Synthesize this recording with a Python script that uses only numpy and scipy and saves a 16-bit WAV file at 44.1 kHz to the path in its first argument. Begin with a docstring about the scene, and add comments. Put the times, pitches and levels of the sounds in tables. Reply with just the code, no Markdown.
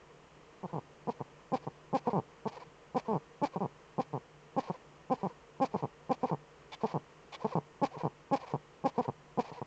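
"""On a rock ledge at night, an eagle owl chatters close to a nest microphone.
A typical bout is a clipped bark that ends in a hiss, then a thin whine and one or two lower, creaky grunts.
The voice is a source and a filter: syrinx pulses excite throat resonances, with a faint noisy buzz on them.
Shaped noise makes the hisses, wheezes and squeaks; gliding sines make the whine, a steady sine a soft hum.
Behind them lie a faint night rush, a drone and mains hum; the rock niche adds a brief echo tail."""
import sys
import numpy as np
from scipy import signal
from scipy.fft import rfft, irfft, next_fast_len
from scipy.io import wavfile
from scipy.ndimage import uniform_filter1d, map_coordinates

SR = 44100
rng = np.random.default_rng(int(sys.argv[2]) if len(sys.argv) > 2 else 0)


def generate_wav(signal):
    """Clip the signal to [-1, 1] and save it as 16-bit WAV at the path in sys.argv[1]."""
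    frames = np.transpose(np.atleast_2d(signal))
    scaled = np.clip(frames, -1, 1) * 32767
    pcm = np.round(scaled).astype(np.int16)
    wavfile.write(sys.argv[1], SR, pcm)


N = 426006

# All levels in the tables are relative: the gains set below and in scene() add to them.

# spectrum of the still night: centre_hz, gain_db
NIGHT_SPECTRUM = [(30, -2.5), (70, 5), (110, -2.5), (180, 4.5), (230, 3), (400, 7.5), (720, 2), (1100, 3.5),
                  (1500, -3), (3050, -6.5), (3600, -15), (7200, -15.5), (8500, -32)]
# narrow bands that drone in the background: centre_hz, width_hz, gain_db
DRONE_BANDS = [(148, 6.4, -5), (464, 24, -11), (980, 41, -23.5), (1835, 25, -23)]
# reverberation of the rock niche: centre_hz, t60_s
NICHE_DECAY = [(150, 0.15), (1000, 0.088), (6000, 0.017)]
# throat resonances: centre_hz, width_hz, gain_db
THROAT_MODES = [(146, 103.4, 35), (285, 160, 13), (435.6, 122, 24.3), (830, 240, 21), (1190, 850, 27.5)]
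# whistling resonances of the bill: centre_hz, width_hz, gain_db
BILL_MODES = [(2300, 170, -5), (2950, 400, -10), (3470, 170, 0)]
# spectrum of air rushing through the mouth: centre_hz, gain_db
MOUTH_SPECTRUM = [(150, -22), (420, -14), (620, 0.5), (850, 4.5), (1080, 0.5), (1350, -15.5), (1800, -9),
                  (2050, -12), (2400, -7.5), (2750, -14.5), (3800, -15.5), (4400, -13), (7200, -25),
                  (8500, -46)]
# spectrum of the buzz on the pulses: centre_hz, gain_db
BUZZ_SPECTRUM = [(600, -23), (1300, -9), (1680, 0), (2000, -12), (2330, 1), (2700, -10), (3400, -11.5),
                 (3800, -17), (5200, -11), (6000, -21.5), (7400, -19), (8500, -41.5)]
# partials of the whine, in harmonic order: multiple, level_db
WHINE_PARTIALS = [(1, 1), (2, 1), (3, -17), (4, -17), (5, -24.5)]
# barks: start_s, length_s, top_pitch_hz, pulse_db, hiss_db
BARKS = [(0.6317, 0.027, 172.4, -26, -84), (1.0725, 0.0276, 252, -21, -58),
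         (1.5195, 0.034, 268.6, -19.5, -50.5), (1.9289, 0.037, 272.6, -18.5, -49.5),
         (2.455, 0.0188, 211, -19, -52), (2.947, 0.031, 275, -19, -49.5), (3.4161, 0.035, 288, -19, -47),
         (3.9815, 0.026, 264.5, -18.5, -53), (4.5653, 0.029, 257.5, -18, -52),
         (5.0996, 0.038, 265, -18, -54.5), (5.6012, 0.0445, 271, -18, -50), (6.0947, 0.03, 269, -17, -51.5),
         (7.816, 0.032, 272.5, -16.5, -47.5), (8.3128, 0.04, 281.4, -17.5, -47.5),
         (8.8396, 0.033, 277, -17.5, -49), (9.375, 0.027, 253, -17, -50)]
# grunts: start_s, length_s, first_pitch_hz, last_pitch_hz, pulse_db
GRUNTS = [(0.731, .06, 178.5, 118, -27), (1.2046, .015, 168, 108.5, -27.5), (1.668, .014, 167, 110, -26.5),
          (2.0717, .021, 219, 231.5, -21), (2.132, .0653, 215.2, 105.8, -22.5),
          (3.0826, .094, 221, 119.5, -24), (3.56, .017, 205, 145, -24), (3.606, .053, 207, 107.6, -24.5),
          (4.1316, .044, 151.6, 114, -26.5), (4.6992, .011, 189, 175, -24), (5.232, .037, 198, 167, -23),
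          (5.741, .02, 208.5, 162, -23.5), (5.825, .029, 166.4, 112, -23.5), (6.232, .024, 227, 211, -21),
          (6.3131, .032, 185.5, 122.4, -23), (6.835, .023, 226, 199, -21), (6.9407, 0.033, 175, 108, -23),
          (7.4453, .0184, 202, 216, -21.5), (7.5539, 0.031, 176.4, 122.6, -22),
          (7.9684, .0071, 140, 135, -29), (8.035, .041, 181, 111, -22.5),
          (8.5373, .022, 158.3, 113.8, -21.5), (8.98, 0.029, 215, 229.4, -20),
          (9.0803, .016, 138.6, 110, -23), (9.516, .007, 140, 140, -32.5), (9.6162, .0082, 122, 118, -24)]
# wheezes between the syllables, a rasp with a whine at its end: start_s, length_s, rasp_db, whine_db
WHEEZES = [(0.678, 0.037, -71, -54), (1.15, 0.058, -77, -63), (1.628, 0.025, -62.5, -62),
           (2.043, 0.034, -65, -47.5), (2.095, 0.029, -59, -46.5), (2.52, 0.063, -58.5, -52),
           (2.596, 0.047, -60.5, -54), (3.052, 0.028, -65.5, -52), (3.525, 0.033, -65, -50),
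           (4.63, 0.065, -59, -52), (4.72, 0.044, -63.5, -52.5), (5.177, 0.047, -63.5, -54),
           (5.272, .05, -66.5, -56.5), (5.715, .028, -65.5, -57), (5.769, 0.041, -59, -53),
           (6.207, 0.038, -67, -60), (6.256, .05, -57, -50), (6.808, 0.028, -62, -50),
           (6.857, 0.075, -55.5, -53), (7.398, .047, -62, -49.5), (7.469, 0.076, -58.5, -50.5),
           (7.912, .053, -65.5, -47), (7.98, 0.045, -58, -48.5), (8.394, 0.06, -59.5, -49.5),
           (8.466, 0.06, -59, -50), (8.948, 0.032, -66, -47), (9.016, .048, -59, -52.5),
           (9.439, 0.068, -58, -52), (9.529, 0.067, -59.5, -50)]
# voiceless barks, a swelling squeak: start_s, length_s, level_db
SQUEALS = [(6.721, 0.031, -51), (7.325, 0.035, -51)]
# one soft hum through the closed bill: start_s, length_s, pitch_hz, level_db
MURMUR = (2.667, .016, 150, -50)

# a bark starts slack, then breaks into its high register, climbs to the top and sags
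SLACK_HZ, SLACK_END_HZ, BREAK_S, BREAK_GLIDE_S = 159.7, 213, 0.0102, 0.0004
# pitch after the break and at the end (shares of the top pitch); place of the top (share of the length)
BREAK_SHARE, SAG_SHARE, TOP_AT = 0.94, 0.893, 0.72
BARK_ONSET_DB, BARK_ATTACK_S, BARK_END_DB = -7.5, 0.022, -3.5
# the hiss starts after the break and outlasts the voice
HISS_DELAY_S, HISS_OVERHANG_S, HISS_FADE_DB = 0.018, 0.027, -6.5

# the higher a grunt starts, the more its pitch bulges in the middle
ARCH_PER_HZ, ARCH_FROM_HZ = 0.003, 162
GRUNT_FIRST_DB, GRUNT_LAST_DB = -0.5, -1.5  # level at a grunt's start and end
# air under a grunt whose mean pitch is GRUNT_HZ, relative to its pulses; higher grunts leak more
GRUNT_AIR_DB, AIR_DB_PER_OCTAVE, GRUNT_HZ = -39, 13.5, 190

# the whine fills the end of a wheeze: it scoops up, then sinks
WHINE_S, SCOOP_HZ, WHINE_HZ, WHINE_END_HZ = 0.022, 372, 543, 451.5
WHEEZE_FADE_DB, SQUEAL_SWELL_DB = -3, 7  # change of level over the length
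WHEEZE_DULL_HZ = 6000  # corner above which the wheezes lose treble

FLUTTER_DB, RATTLE_DB = 2.4, -2  # unevenness of the rushing air; rattle against its noise
HISS_DB, WHEEZE_DB, SQUEAL_HISS_DB, SQUEAK_DB = 16.5, 18, -1.5, 2
BUZZ_RASP, BUZZ_DB = 0.6, 52.5  # noise share of the buzz; its gain
BUZZ_REST_DB = -66  # the edge that remains without airflow
NIGHT_DB = -59.5  # rms of the rush before its slow drift
TOP_HZ = 8600  # band limit of the microphone


def amp(db):
    """Amplitude ratio of a level: twenty decibels per factor of ten."""
    return 10 ** (np.asarray(db) / 20)


def unit(x):
    """Normalisation to an rms of 1."""
    return x / np.sqrt(np.mean(x ** 2) + 1e-20)


def along(points, hz):
    """Linear interpolation of (frequency, value) points on a logarithmic frequency axis."""
    f, v = np.transpose(points)
    return np.interp(np.log(hz + 1), np.log(f + 1), v)


def wobble(rate):
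    """Slow random modulation: a smooth curve through rate random knots a second."""
    knots = rng.standard_normal(int(N * rate / SR) + 4)
    return map_coordinates(knots, [np.arange(N) * rate / SR])


def filtered(x, response):
    """Linear filtering: the spectrum of x times a response of frequency."""
    m = next_fast_len(N + SR // 2)
    return irfft(rfft(x, m) * response(np.fft.rfftfreq(m, 1 / SR)), m)[:N]


def resonances(modes, f):
    """Superposition of damped resonators, each a causal (centre, width, gain) band-pass."""
    return sum(amp(db) * 1j * f * w / (hz * hz - f * f + 1j * f * w) for hz, w, db in modes)


def gate(t, start, end, edge):
    """Amplitude window that opens at start and shuts at end, softly over edge seconds."""
    return (np.tanh((t - start) / edge) - np.tanh((t - end) / edge)) / 2


def add(out, times, sizes):
    """Band-limited impulses: windowed sincs place pulses between the samples."""
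    taps = (times * SR).astype(int)[:, None] + np.arange(-8, 9)
    shape = np.sinc(taps - times[:, None] * SR) * np.hanning(taps.shape[1])
    np.add.at(out, np.clip(taps, 0, N - 1), sizes[:, None] * shape)


def airflow(rows, fade_db, edge):
    """Flow envelope: (start, length, dB) puffs whose level slides by fade_db over their length."""
    gain = np.zeros(N)
    for start, length, db in rows:
        first = max(int(start * SR) - SR // 20, 0)
        last = min(int((start + length) * SR) + SR // 20, N)
        i = np.arange(first, last)
        slide = fade_db * (np.clip((i / SR - start) / length, 0, 1) - 0.5)
        gain[i] += amp(db + slide) * gate(i / SR, start, start + length, edge)
    return gain


def night(drone_db, hum_db):
    """Stationary background: a nearly even shaped-noise rush, noise in narrow bands and a mains sine."""
    rush = unit(filtered(rng.standard_normal(N), lambda f: amp(along(NIGHT_SPECTRUM, f))))
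    drone = unit(filtered(rng.standard_normal(N), lambda f: resonances(DRONE_BANDS, f)))
    hum = unit(np.sin(2 * np.pi * 50 * np.arange(N) / SR))
    return amp(NIGHT_DB + 0.16 * wobble(3.4)) * rush + amp(drone_db) * drone + amp(hum_db) * hum


def niche(x):
    """Reverberation: decaying noise stands for the rock walls' echoes, the treble dying first."""
    hz, t, z = signal.stft(rng.standard_normal(SR // 3), SR, nperseg=256)
    decay = amp(-60 * t / along(NICHE_DECAY, hz)[:, None])
    tail = signal.istft(z * decay, SR, nperseg=256)[1]
    return signal.fftconvolve(x, tail / np.linalg.norm(tail))[:N]


def murmur():
    """Low-pass radiation: a grunt behind the closed bill lets out only its fundamental, a sine."""
    s, length, hz, db = MURMUR
    t = np.arange(N) / SR
    return amp(db) * gate(t, s, s + length, edge=0.0035) * np.sin(2 * np.pi * hz * (t - s))


def rattle(rate_hz, uneven, scatter_db):
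    """Irregular flapping: membranes that do not quite close make sharp ticks of scattered size."""
    gaps, sizes = rng.standard_normal((6000, 2)).T
    ticks = np.zeros(N)
    times = np.cumsum(np.exp(uneven * gaps) / rate_hz)
    inside = times < N / SR
    add(ticks, times[inside], amp(scatter_db * np.clip(sizes[inside], -2, 2)))
    return ticks


def squeak(ticks, rattle_db):
    """Resonance driven by noise: a hard push of voiceless air rattles and whistles in the bill."""
    drive = rng.standard_normal(N) + amp(rattle_db) * unit(ticks)
    whistle = filtered(drive, lambda f: resonances(BILL_MODES, f) * amp(along(MOUTH_SPECTRUM, f)) ** 0.5)
    return airflow(SQUEALS, fade_db=SQUEAL_SWELL_DB, edge=0.0048) * unit(whistle)


def whine(waver, flutter_db, scoop_s, lead_db, level_db):
    """Weak oscillation: tense membranes scoop up to a thin, unsteady harmonic tone that sinks in pitch."""
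    out = np.zeros(N)
    drift = 1 + waver * wobble(160)
    flutter = amp(flutter_db * wobble(120))
    for s, length, _, db in WHEEZES:
        end = s + length
        start = end - WHINE_S
        i = np.arange(int(s * SR) - SR // 25, min(int(end * SR) + SR // 50, N))
        t = i / SR
        pitch = np.interp(t, [start - scoop_s, start, end], [SCOOP_HZ, WHINE_HZ, WHINE_END_HZ])
        phase = 2 * np.pi * np.cumsum(pitch * drift[i]) / SR
        tone = sum(amp(level) * np.sin(multiple * phase) for multiple, level in WHINE_PARTIALS)
        # before the whine proper only the octave speaks
        lead_in = amp(lead_db) * gate(t, s, start, edge=0.004) * np.sin(2 * phase)
        out[i] += amp(db + level_db) * (gate(t, start, end, edge=0.0033) * tone + lead_in)
    return out * flutter


def air():
    """Airflow through the open bill, which leaks most: under barks and grunts, in wheezes, in squeals."""
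    barks = [(s + HISS_DELAY_S, length + HISS_OVERHANG_S - HISS_DELAY_S, hiss_db)
             for s, length, _, _, hiss_db in BARKS]
    grunts = []
    for s, length, first, last, db in GRUNTS:
        octaves = np.log2((first + last) / 2 / GRUNT_HZ)
        grunts.append((s, length, db + GRUNT_AIR_DB + AIR_DB_PER_OCTAVE * octaves))
    wheezes = [(s, length, db) for s, length, db, _ in WHEEZES]
    voiced = airflow(barks, fade_db=HISS_FADE_DB, edge=0.005) + airflow(grunts, fade_db=-5.5, edge=0.003)
    wheezing = airflow(wheezes, fade_db=WHEEZE_FADE_DB, edge=0.007)
    squealing = amp(SQUEAL_HISS_DB) * airflow(SQUEALS, fade_db=1.5, edge=0.0044)
    return voiced, wheezing, squealing


def hiss(flow, ticks, level_db):
    """Turbulence: air rushes unevenly through the mouth, with the rattle on it."""
    rush = rng.standard_normal(N) * amp(FLUTTER_DB * wobble(170)) + amp(RATTLE_DB) * unit(ticks)
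    return amp(level_db) * filtered(flow * rush, lambda f: amp(along(MOUTH_SPECTRUM, f)))


def bark(u, length, top_hz, db):
    """Register break: pitch and level over u (0 to 1), about two slack beats, then a jump to tense ones."""
    t = u * length
    slack = np.interp(t, [0, BREAK_S], [SLACK_HZ, SLACK_END_HZ])
    tense = top_hz * np.interp(u, [0, TOP_AT, 1], [BREAK_SHARE, 1, SAG_SHARE])
    pitch = slack + (tense - slack) * (1 + np.tanh((t - BREAK_S) / BREAK_GLIDE_S)) / 2
    attack = np.interp(t, [0, BARK_ATTACK_S], [BARK_ONSET_DB, 0])
    release = np.interp(u, [0.7, 1], [0, BARK_END_DB])
    return pitch, db + attack + release


def grunt(u, first_hz, last_hz, db):
    """Tension glide: pitch and level over u, arching when it starts high, loudest near the middle."""
    arch = ARCH_PER_HZ * max(first_hz - ARCH_FROM_HZ, 0)
    pitch = (first_hz + (last_hz - first_hz) * u) * (1 + arch * np.sin(np.pi * u))
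    return pitch, db + np.interp(u, [0, 0.4, 1], [GRUNT_FIRST_DB, 1, GRUNT_LAST_DB])


def syrinx(jitter_s, scatter_db, opening, lead_s, tense_hz, level_db):
    """Pulsed excitation: one pulse per membrane closure, and the puff of the opening just before it."""
    closures, openings = np.zeros(N), np.zeros(N)
    u = np.linspace(0, 1, 200)
    syllables = [(s, length, *bark(u, length, hz, db)) for s, length, hz, db, _ in BARKS]
    syllables += [(s, length, *grunt(u, first, last, db)) for s, length, first, last, db in GRUNTS]
    for s, length, pitch, db in syllables:
        # one closure each time the integrated pitch completes a cycle
        cycles = (np.cumsum(pitch) - pitch[0]) * length / len(u)
        beats = np.linspace(0, cycles[-1], round(cycles[-1]) + 1)
        when = np.interp(beats, cycles, u)
        # slack membranes beat slowly and unevenly; tense ones burst open harder
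        slack = 1 / (1 + (np.interp(when, u, pitch) / tense_hz) ** 10)
        early, strong = rng.standard_normal((2, 32))[:, :len(when)]
        size = amp(level_db + np.interp(when, u, db) + scatter_db * slack * strong)
        at = s + when * length + jitter_s * slack * early
        add(closures, at, size)
        add(openings, at - lead_s, size * opening * (1.3 - slack))
    return closures, openings


def beating(pulses):
    """Short-time mean of the pulses: near 1 while the syrinx beats hard, 0 at rest."""
    voiced = np.abs(uniform_filter1d(pulses, size=320))
    return voiced / voiced.max()


def buzz(pulses, flow):
    """Modulated turbulence: closures keep a sharp edge that grows with airflow, each with a spit of noise."""
    spit = uniform_filter1d(pulses, size=48) * rng.standard_normal(N)
    edge = (flow + amp(BUZZ_REST_DB)) * (pulses + BUZZ_RASP * spit)
    return amp(BUZZ_DB) * filtered(edge, lambda f: amp(along(BUZZ_SPECTRUM, f)))


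def voice(flow, soft_hz, low_hz, dip_hz, dip_width_hz):
    """Source and filter: softened pulses ring in the throat, and a side cavity cuts a notch at dip_hz."""
    def throat(f):
        soft = signal.freqs(*signal.butter(8, soft_hz, analog=True), f)[1]
        dip = np.abs(1 - resonances([(dip_hz, dip_width_hz, 0)], f))
        bass_cut = f ** 4 / (f ** 4 + low_hz ** 4)
        return soft * dip * resonances(THROAT_MODES, f) * bass_cut
    return filtered(flow, throat)


def scene():
    """Superposition: the owl, its echo in the niche and the night's background."""
    closures, openings = syrinx(jitter_s=0.00004, scatter_db=2.16, opening=0.47, lead_s=0.00078,
                                tense_hz=230, level_db=1.5)
    voiced, wheezing, squealing = air()
    ticks = rattle(rate_hz=300, uneven=0.3, scatter_db=3)
    free = 1 / (1 + 6 * beating(closures))  # the beating syrinx holds the air back
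    owl = voice(openings - closures, soft_hz=1008, low_hz=92.0, dip_hz=1350, dip_width_hz=300)
    owl = owl + buzz(closures, voiced)
    owl = owl + hiss(free * (voiced + squealing), ticks, HISS_DB)
    wheeze = hiss(free * wheezing, ticks, WHEEZE_DB)
    owl = owl + filtered(wheeze, lambda f: 1 / (1 + 1j * f / WHEEZE_DULL_HZ))
    owl = owl + amp(SQUEAK_DB) * squeak(ticks, rattle_db=3) + murmur()
    owl = owl + whine(waver=0.03, flutter_db=4.5, scoop_s=0.0162, lead_db=-10, level_db=1.5)
    echo = amp(-21) * niche(owl)
    return (owl + echo + night(drone_db=-63, hum_db=-77))[None]


def record(dry):
    """Band limitation: the nest microphone passes nothing above TOP_HZ."""
    return filtered(dry[0], lambda f: f < TOP_HZ)[None]


dry = scene()
out = record(dry)
generate_wav(out)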